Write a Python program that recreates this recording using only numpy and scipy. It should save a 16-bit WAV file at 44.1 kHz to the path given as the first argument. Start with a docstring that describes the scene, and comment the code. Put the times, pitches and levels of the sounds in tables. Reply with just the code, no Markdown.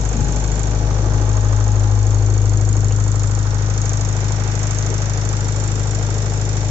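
"""An auger boring rig in an earth pit.

A listener walks along the rim. The four-stroke generator that feeds the rig's electric motor sets the beat:
an exhaust drone, a block that knocks alike in every cycle, and one bright steel tick per turn. The drive
whines and the auger churns in its bore, over a low rumble, a few dull thumps, small knocks and one scuff."""
import sys
import numpy as np
from scipy import signal
from scipy.fft import rfft, irfft, next_fast_len
from scipy.io import wavfile
from scipy.ndimage import map_coordinates

SR = 44100
rng = np.random.default_rng(int(sys.argv[2]) if len(sys.argv) > 2 else 0)


def to_wav(sig):
    """Store sig (one row per channel, or 1-D mono) as 16-bit WAV at the path in sys.argv[1].

    Samples outside -1..1 are clipped; the rate is SR.
    """
    pcm = np.clip(np.atleast_2d(sig), -1, 1) * 32767
    pcm = np.round(pcm).astype(np.int16)
    wavfile.write(sys.argv[1], SR, pcm.T)  # frames by channels


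N = 295470


def amp(db):
    """Amplitude ratio of a level in decibels."""
    return 10 ** (np.asarray(db) / 20)

def unit(x):
    """Normalisation to an rms of 1."""
    return x / np.sqrt(np.mean(x ** 2) + 1e-20)

def curves(rows):
    """Linear interpolation in time: one curve for each column after the first."""
    times, *columns = np.transpose(rows)
    return [np.interp(np.arange(N) / SR, times, column) for column in columns]

def wobble(rate):
    """Smooth random modulation, with rate knots a second."""
    return map_coordinates(rng.standard_normal(int(N * rate / SR) + 4), [np.arange(N) * rate / SR])

def filtered(x, response):
    """Linear filtering: the spectrum is multiplied by a frequency response."""
    size = next_fast_len(N + 8192)
    return irfft(rfft(x, size) * response(np.fft.rfftfreq(size, 1 / SR)), size)[..., :N]

def colour(x, points):
    """Spectral shaping by (Hz, dB) points on a logarithmic frequency axis."""
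    f, db = np.transpose(points)
    return filtered(x, lambda hz: amp(np.interp(np.log(hz + 1), np.log(f), db)))

def ringing(x, modes, sign=-1):
    """Modal superposition of (Hz, bandwidth, dB) resonances; a sign near 1 leaves notches between them."""
    return filtered(x, lambda f: sum(sign ** k * amp(db) * 1j * f * width / (hz**2 - f**2 + 1j * f * width)
                                     for k, (hz, width, db) in enumerate(modes)))

def shifted(x, hz):
    """Single-sideband modulation slides every frequency by a curve in Hz."""
    analytic = signal.hilbert(x, next_fast_len(N))[..., :N]
    return np.real(analytic * np.exp(2j * np.pi * np.cumsum(hz) / SR))

def pan(balance_db):
    """Constant-power panning; a positive balance favours the left."""
    gains = amp(np.array([[.5], [-.5]]) * balance_db)
    return gains / np.sqrt(np.mean(gains ** 2, axis=0))

def spread(pair, side_db):
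    """Mid-side stereo from two uncorrelated signals."""
    side = amp(side_db) * pair[1]
    return np.array([pair[0] + side, pair[0] - side])

def cyclic(turn, memory, fresh):
    """Quasi-periodic noise pair: a drifting two-turn pattern plus a fresh share of the power."""
    size = int(2 * N / (turn[-1] - turn[0]))
    cycles = rng.standard_normal((2, int(turn[-1] / 2) + 2, size))
    keep = np.clip(memory, 0, .995)
    for i in range(1, cycles.shape[1]):
        cycles[:, i] = keep * cycles[:, i - 1] + np.sqrt(1 - keep ** 2) * cycles[:, i]
    pattern = np.array([map_coordinates(c.ravel(), [turn * size / 2]) for c in cycles])
    return np.sqrt(1 - fresh) * pattern + np.sqrt(fresh) * rng.standard_normal((2, N))

def blows(turn, angle, rise, decay, scatter_db):
    """Exponential envelope of one blow per turn; angle, rise and decay are in turns."""
    count, age = np.divmod(turn - angle + 1, 1)
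    force = amp(scatter_db * rng.standard_normal(256))[count.astype(int) % 256]
    return force * (1 - np.exp(-age / rise)) * np.exp(-age / decay)

def labour(turn):
    """Amplitude modulation at half the shaft rate: every second turn labours harder."""
    return amp(-1.3 * np.sin(np.pi * turn))

# Each row: time in seconds, nearness to the rig from 0 to 1.
NEARNESS = [(0, 0.2), (2.5, 0.17), (3.3, 0.44), (4.3, 0.76)]
def nearness():
    """The listener's position along the walk: 0 is far from the rig, 1 beside it."""
    return curves(NEARNESS)[0]

def walk_gain(far_db, near_db, screened_db=0):
    """Level follows position and drops in the acoustic shadow of a spoil heap."""
    heap_s, width_s = 2.68, .99
    shadow = np.exp(-((np.arange(N) / SR - heap_s) / width_s) ** 2)
    return amp(far_db + (near_db - far_db) * nearness() - screened_db * shadow)

# The weaker exhaust lines. Each row: multiple of the shaft rate, relative level in dB.
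EXHAUST_LINES = [(1, -18.5), (1.5, -26), (2.5, -16.5), (3, -14.5), (3.5, -8), (4.5, -7.5), (5, 3.5),
                 (5.5, -22), (6, 2), (6.5, -13), (7, -10.5), (8, -18.5), (9, -17.5)]
# Each row: time in seconds, level of the firing tone's octave in dB, level of the weaker lines in dB.
STANDING_WAVES = [(0, -25, -28.5), (.4, -26, -27.5), (.9, -19.5, -27), (1.36, -16, -32), (1.8, -15, -33),
                  (2.2, -14.5, -30.5), (2.75, -15, -26.5), (3.6, -18.5, -29), (4.7, -20, -28),
                  (6.7, -20, -28.5)]
def exhaust(turn, limp=.15):
    """Periodic firing, heard through standing waves: one weak, late cylinder of four adds extra lines."""
    def line(order, lag=0):
        return -np.sqrt(2) * np.sin(2 * np.pi * (order * turn - lag))
    octave_db, weak_db = curves(STANDING_WAVES)
    weak = np.zeros(N)
    for order, db in EXHAUST_LINES:
        lead = 0 if 3 < order < 6 else .25  # in cycles; lines outside the pipe's boom lead
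        weak += amp(db + .35 * wobble(3)) * line(order, lag=2 * limp * (order % 1) - lead)
    firing = walk_gain(far_db=-17, near_db=-27.5, screened_db=1.5) * amp(.1 * wobble(6)) * line(order=2)
    octave = amp(octave_db + .1 * wobble(11)) * line(order=4)
    return (firing + octave + amp(weak_db) * unit(weak)) * pan(np.interp(nearness(), [0, 1], [6.5, 6]))

# Each row: frequency in Hz, relative spectral density in dB.
BLOCK_SPECTRUM = [(130, -14), (200, -1.5), (250, -7), (320, -5.5), (440, -3), (600, -1.5), (800, -6),
                  (1000, -9.5), (1500, -22), (3000, -66.5)]
def block(turn, shake):
    """Forced vibration: the engine block is shaken alike in each cycle."""
    noise = spread(colour(cyclic(turn, memory=.85, fresh=.51), BLOCK_SPECTRUM), side_db=-5)
    return unit(noise * (1 + .5 * shake) * labour(turn)) * pan(1)

# Gear bodies, teeth and clack. Each row: frequency in Hz, relative spectral density in dB.
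GEAR_SPECTRUM = [(450, -13), (800, -8.5), (1150, -0.5), (1450, -3), (1750, -6), (2500, -23), (3500, -36)]
TEETH_SPECTRUM = [(900, -20), (1400, -1), (1750, -2.5), (2100, -3), (2600, -8), (3500, -13), (6000, -28.5)]
CLACK_SPECTRUM = [(600, -21), (1000, -9), (1400, 0), (1800, -9), (2500, -21), (3500, -33)]
# Each row: frequency in Hz, phase lead of the left microphone port in radians.
PORT_PHASE = [(0, -3.5), (780, -0.4), (1810, -2.5), (2240, -2.5), (3700, -4), (5600, -6), (6630, -5),
              (7320, -4.5), (8440, 7)]
def gears(turn, shake, body_db, teeth_db):
    """Impact noise: gears rattle, clack every second turn and reach the two ports out of phase."""
    body = spread(colour(cyclic(turn, memory=.928, fresh=.37), GEAR_SPECTRUM), side_db=-5.5)
    body = amp(body_db) * unit(body * (1 + 1.8 * shake) * labour(turn))
    teeth = spread(colour(cyclic(turn, memory=.995, fresh=.4), TEETH_SPECTRUM), side_db=-5)
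    teeth = amp(teeth_db) * unit(teeth * (1 + 2.2 * shake) * labour(turn))
    clack = spread(colour(cyclic(turn, memory=.99, fresh=.2), CLACK_SPECTRUM), side_db=-11.5)
    clack *= blows(turn / 2, angle=.85, rise=.0091, decay=.03, scatter_db=1.8)
    clack = walk_gain(far_db=-55.5, near_db=-49) * unit(clack)
    drive = (body + clack) * pan(-11.5) + teeth * pan(-19.5)
    f, lead = np.transpose(PORT_PHASE)
    return filtered(drive, lambda hz: np.exp(np.array([[.5j], [-.5j]]) * np.interp(hz, f, lead)))

# Each row: frequency in Hz, bandwidth in Hz, relative level in dB.
HOLLOW_MODES = [(307.5, 45, -1), (347, 54, 1.5)]
# Each row: time in seconds, level in dB.
HOLLOW_LEVEL = [(0, -57), (.7, -52), (1.05, -34.5), (1.35, -42.5), (1.55, -40.5), (2.3, -38.5), (2.9, -43),
                (3.4, -44.5), (6.7, -40)]
def hollow(turn, shake):
    """Resonance: two low modes of the shaken block sound hollow, loudest along the far rim."""
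    level_db, = curves(HOLLOW_LEVEL)
    excitation = cyclic(turn, memory=.93, fresh=.4)[0] * (1 + shake)
    return amp(level_db) * unit(ringing(excitation, HOLLOW_MODES)) * pan(1)

# The casing from afar and up close. Each row: frequency in Hz, relative spectral density in dB.
FAR_PANELS = [(1300, -21), (2200, -1.5), (3000, -1), (3650, 0.5), (4050, -1.5), (4400, -0.5), (5000, -2),
              (5700, 6), (7200, 5.5), (9000, -28)]
NEAR_PANELS = [(1300, -20.5), (2200, -2.5), (3300, -2), (4000, -1), (4400, -1.5), (4600, -2), (5300, 3.5),
               (6000, 7.5), (7200, 3.5), (9000, -29.5)]
def casing_rattle(turn, shake):
    """Directional radiation: other rattling panels face the listener up close."""
    near = nearness()
    rattle = cyclic(turn, memory=.995, fresh=.78)
    panels = (1 - near) * colour(rattle, FAR_PANELS) + near * colour(rattle, NEAR_PANELS)
    casing = unit(spread(panels, side_db=1) * (1 + 1.8 * shake))
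    return walk_gain(far_db=-37.5, near_db=-35.5, screened_db=3) * casing * pan(2.5)

# Each row: time in seconds, then the levels in dB of the block, the gear bodies and the teeth.
CLATTER_LEVELS = [(0, -35, -41.5, -42), (.65, -34, -40.5, -41.5), (1.1, -32.5, -36.5, -47),
                  (1.45, -34.5, -36.5, -46), (2.4, -36.5, -41, -44.5), (3.4, -39, -37.5, -46.5),
                  (4.1, -35.5, -38, -40), (4.7, -36, -38.5, -37.5), (5.4, -38.5, -38, -41.5),
                  (6.7, -35.5, -41.5, -40)]
def clatter(turn):
    """Common excitation: two blows a turn shake block, gears and casing together."""
    block_db, body_db, teeth_db = curves(CLATTER_LEVELS)
    shake = blows(turn, angle=.612, rise=.086, decay=.21, scatter_db=2)
    shake += .72 * blows(turn, angle=.091, rise=.081, decay=.17, scatter_db=1)
    return (amp(block_db) * block(turn, shake) + gears(turn, shake, body_db, teeth_db)
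            + hollow(turn, shake) + casing_rattle(turn, shake))

# The knocks of one two-turn cycle. Each row: shaft angle in turns, relative level in dB, pitch in Hz.
STROKES = [(.12, -7.5, 811), (.27, -4, 372), (0.589, -7.5, 755), (0.861, -8, 424), (1.175, -0.5, 830),
           (1.269, 0, 407), (1.37, -6.5, 782), (1.43, -4.5, 388), (1.95, -6.5, 318)]
def engine_knocks(turn, turns_per_s, rise_s=.0015, scatter_db=1.6, detune=.05):
    """Damped oscillations recur in a limping pattern, each with its own force and pitch."""
    out = np.zeros(N)
    for angle, db, hz in STROKES:
        count, age_turns = np.divmod(turn - angle + 2, 2)
        age = age_turns / turns_per_s
        force, pitch = rng.standard_normal((2, 128))[:, count.astype(int)]
        envelope = amp(db + scatter_db * force) * age / rise_s * np.exp(1 - age / rise_s)
        out += envelope * np.sin(2 * np.pi * hz * (1 + detune * pitch) * age)
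    return walk_gain(far_db=-27.5, near_db=-29, screened_db=1) * out * pan(-.5)

def snaps(turn, left_lag):
    """Impulse train: one contact per turn, reaching the left port left_lag turns later."""
    count = np.floor(np.array([turn - left_lag, turn]) - .554)
    return np.diff(count, append=count[:, -1:]) * amp(1.4 * rng.standard_normal((2, N)))

# Casing modes, and those added up close. Each row: frequency in Hz, bandwidth in Hz, relative level in dB.
FAR_MODES = [(4295, 110, -3.5), (4390, 120, 0.5)]
NEAR_MODES = [(3622, 140, -2), (3710, 110, -2.5), (5350, 91, 4), (5660, 63, 3), (5930, 63, 2.5)]
# Each row: time in seconds, level of the far modes in dB.
FAR_MODE_LEVEL = [(0, -56), (.6, -49.5), (.9, -56), (2.0, -54.5), (2.2, -50.5), (3.4, -51), (3.9, -51.5),
                  (6.7, -52.5)]
def casing_ring(turn, force):
    """Impact excitation: each tick jolts the casing into ringing."""
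    far_db, = curves(FAR_MODE_LEVEL)
    shudder = cyclic(turn, memory=.85, fresh=.99)
    shudder *= blows(turn, angle=.55, rise=.024, decay=.19, scatter_db=.5)
    jolt = unit(force * snaps(turn, left_lag=.0014)) + amp(-2) * unit(shudder)
    close_ring = amp(-40) * nearness() * unit(ringing(jolt, NEAR_MODES))
    return amp(far_db) * unit(ringing(jolt, FAR_MODES)) + close_ring

# The steel's broad and high rings. Each row: frequency in Hz, bandwidth in Hz, relative level in dB.
BROAD_MODES = [(5450, 120, -8.5), (6120, 90, -4.5), (6300, 100, -1.5), (6520, 150, 8), (6700, 88, -1.5)]
HIGH_MODES = [(6910, 90, -12), (7176, 72, -1), (7435, 27, -3)]
# Its sizzle between snaps. Each row: frequency in Hz, relative spectral density in dB.
BROAD_SIZZLE = [(4700, -28.5), (5400, -6.5), (6000, -5), (6500, 5.5), (6850, -4), (7400, -22), (8400, -32)]
HIGH_SIZZLE = [(6000, -29.5), (6950, -7.5), (7200, -10.5), (7450, -8), (7750, -11.5), (8400, -34)]
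# Its uneven beaming along the rim. Each row: time in seconds, broad ring in dB, high ring in dB.
TICK_LEVELS = [(0, -39, -36.5), (.6, -39.5, -35.5), (.8, -47, -45.5), (1.3, -41.5, -41), (2.4, -38.5, -39),
               (3.3, -39.5, -35), (3.58, -44, -42.5), (3.85, -33.5, -34.5), (4.4, -43, -39),
               (4.72, -33.5, -34.5), (5.1, -39, -38.5), (5.5, -42.5, -34.5), (6.7, -40, -37.5)]
# Each row: time in seconds, frequency in Hz to which the strongest broad mode is shifted.
RING_CENTRE = [(0, 6512), (.65, 6500), (.9, 6158), (1.35, 6600), (2.3, 6600), (3.3, 6645), (3.85, 6506),
               (4.4, 6566), (4.68, 6605), (4.92, 6317), (5.4, 6680), (6.7, 6750)]
def steel_tick(turn):
    """Modal ringing: steel snaps shut once a turn and sizzles; a weaker contact comes half a turn on."""
    broad_db, high_db = curves(TICK_LEVELS)
    force = amp(-.5 * np.sin(np.pi * turn) + .56 * wobble(30))
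    push = ringing(force * snaps(turn, left_lag=.0034), [(6400, 2000, 0)])  # contact takes time to build
    scrape = blows(turn, angle=.544, rise=.023, decay=.041, scatter_db=4.5)
    tail = blows(turn, angle=.537, rise=.016, decay=.15, scatter_db=1)
    tail += .59 * blows(turn, angle=.085, rise=.022, decay=.29, scatter_db=1.5)
    def sizzle():
        return cyclic(turn, memory=.96, fresh=.4) * (1 + 3.1 * tail + 4.7 * scrape)
    def steel(modes, spectrum):
        struck = unit(ringing(push, modes, sign=.92))
        scraped = amp(-6) * unit(ringing(sizzle(), modes))
        hiss = amp(-3.5) * unit(colour(sizzle(), spectrum))
        return unit(struck + scraped + hiss)
    casing = casing_ring(turn, force)
    slide_hz = curves(RING_CENTRE)[0] - BROAD_MODES[-2][0]
    broad = amp(broad_db) * shifted(steel(BROAD_MODES, BROAD_SIZZLE), slide_hz)
    high = amp(high_db) * steel(HIGH_MODES, HIGH_SIZZLE) * pan(-13)
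    return casing + broad + high

# Each row: time in seconds, level in dB.
WHINE_LEVEL = [(0, -45.5), (.3, -37), (.5, -44.5), (.9, -39.5), (1.8, -39), (2.15, -44.5), (2.7, -59),
               (3.4, -45.5), (6.7, -46.5)]
def gear_whine(turn, mesh_order=32.5):
    """Tooth meshing: the drive sings one rough note at a multiple of the shaft rate."""
    level_db, = curves(WHINE_LEVEL)
    grit = unit(ringing(rng.standard_normal(N), [(843, 31, 0)]))
    gain = amp(level_db + .55 * wobble(30))
    tone = np.sin(2 * np.pi * mesh_order * turn + .13 * wobble(22))
    return gain * unit(tone + .46 * grit) * pan(-11)

# Each row: multiple of the shaft rate, relative level in dB.
FRAME_PARTIALS = [(11, -2), (12, -0.5), (13, -11), (16, -5.5), (18, -5), (20, -11), (22.5, -10),
                  (29, -14.5), (37, -13)]
def frame_hum(turn):
    """Forced vibration: the frame hums steadily at harmonics of the engine cycle."""
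    hum = np.zeros(N)
    for order, db in FRAME_PARTIALS:
        gain = amp(db + .56 * wobble(5.5))
        hum += gain * np.sin(2 * np.pi * order * turn + rng.uniform(0, 2 * np.pi) + .5 * wobble(6))
    return walk_gain(far_db=-36.5, near_db=-40) * unit(hum) * pan(4)

# Each row: frequency in Hz, bandwidth in Hz, relative level in dB.
TUBE_MODES = [(225, 55, -2), (299.3, 40, -1), (359, 56, -3), (460, 54, -2.5), (575, 57, -4.5)]
# The churning, loudest once the bore comes into view. Each row: time in seconds, level in dB.
CHURN_LEVEL = [(0, -41), (1.2, -41.5), (3.5, -55), (4.4, -42.5), (5.3, -34.5), (6.7, -39)]
def auger(turn):
    """Resonance: uneven shoves against the soil sound the auger's steel tube."""
    level_db, = curves(CHURN_LEVEL)
    shoves = amp(2.2 * wobble(20) + 1.5 * np.sin(np.pi * turn)) * cyclic(turn, memory=.93, fresh=.4)
    return amp(level_db) * unit(spread(ringing(shoves, TUBE_MODES), side_db=-7.5)) * pan(2)

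# Each row: frequency in Hz, relative spectral density in dB.
RUMBLE_SPECTRUM = [(18, -12.5), (40, -5.5), (100, -2), (160, -5.5), (250, -10), (400, -23.5), (900, -47.5)]
# Each row: time in seconds, level in dB.
RUMBLE_LEVEL = [(0, -34), (.2, -25.5), (.5, -31.5), (1.4, -32.5), (2.3, -38), (6.7, -42)]
def rumble():
    """Randomly modulated low-frequency noise lies under the drone."""
    level_db, = curves(RUMBLE_LEVEL)
    noise = spread(colour(rng.standard_normal((2, N)), RUMBLE_SPECTRUM), side_db=-17)
    return amp(level_db + 1.7 * wobble(11)) * unit(noise) * pan(10)

# Each row: start in seconds, level in dB, frequency in Hz, bandwidth in Hz, 60 dB decay time in seconds.
LOOSE_THUMPS = [(.145, -27.5, 230.3, 91.6, 0.16), (.36, -29, 243.7, 81.6, 0.32),
                (1.21, -27, 316, 128.8, 0.11), (1.664, -23, 814, 201.5, 0.045), (2.29, -22, 338.7, 60, 0.1),
                (2.766, -22, 317, 69.2, 0.078), (2.905, -37, 2830, 2230, 0.11),
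                (5.98, -24.5, 658, 298.3, 0.081)]
def loose_thumps(rise_s=.0035):
    """Damped transients: a few dull thumps like footsteps or handling, small knocks and one scuff."""
    t, out = np.arange(N) / SR, np.zeros(N)
    for start, db, hz, width, t60 in LOOSE_THUMPS:
        age = np.maximum(t - start, 0)
        wandering_hz = hz + .3 * width * wobble(2 * width)
        body = np.sqrt(2) * np.sin(2 * np.pi * np.cumsum(wandering_hz) / SR)
        out += amp(db - 60 * age / t60) * (1 - np.exp(-age / rise_s)) * body
    return out

# Each row: time in seconds, shaft rate in turns per second.
SHAFT_SPEED = [(0, 25.750), (.7, 25.805), (1.9, 25.770), (2.6, 25.704), (4.4, 25.792), (6.7, 25.828)]
def scene():
    """Superposition: the parts that follow the one shaft add to the rumble and the loose thumps."""
    speed, = curves(SHAFT_SPEED)
    turn = .236 + np.cumsum(speed) / SR  # shaft angle in turns
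    engine = exhaust(turn) + clatter(turn) + engine_knocks(turn, speed[0]) + steel_tick(turn)
    return engine + gear_whine(turn) + frame_hum(turn) + auger(turn) + rumble() + loose_thumps()

# Each row: frequency in Hz, gain in dB.
MICROPHONE_RESPONSE = [(7400, 0), (7750, -4), (8000, -8), (8400, -15.5), (8877, -19.5)]
CUTOFF_HZ = 8877
def record(dry):
    """Low-pass filtering: the microphone rolls off steeply in the top treble."""
    return filtered(colour(dry, MICROPHONE_RESPONSE), lambda hz: hz < CUTOFF_HZ)


dry = scene()
out = record(dry)
to_wav(out)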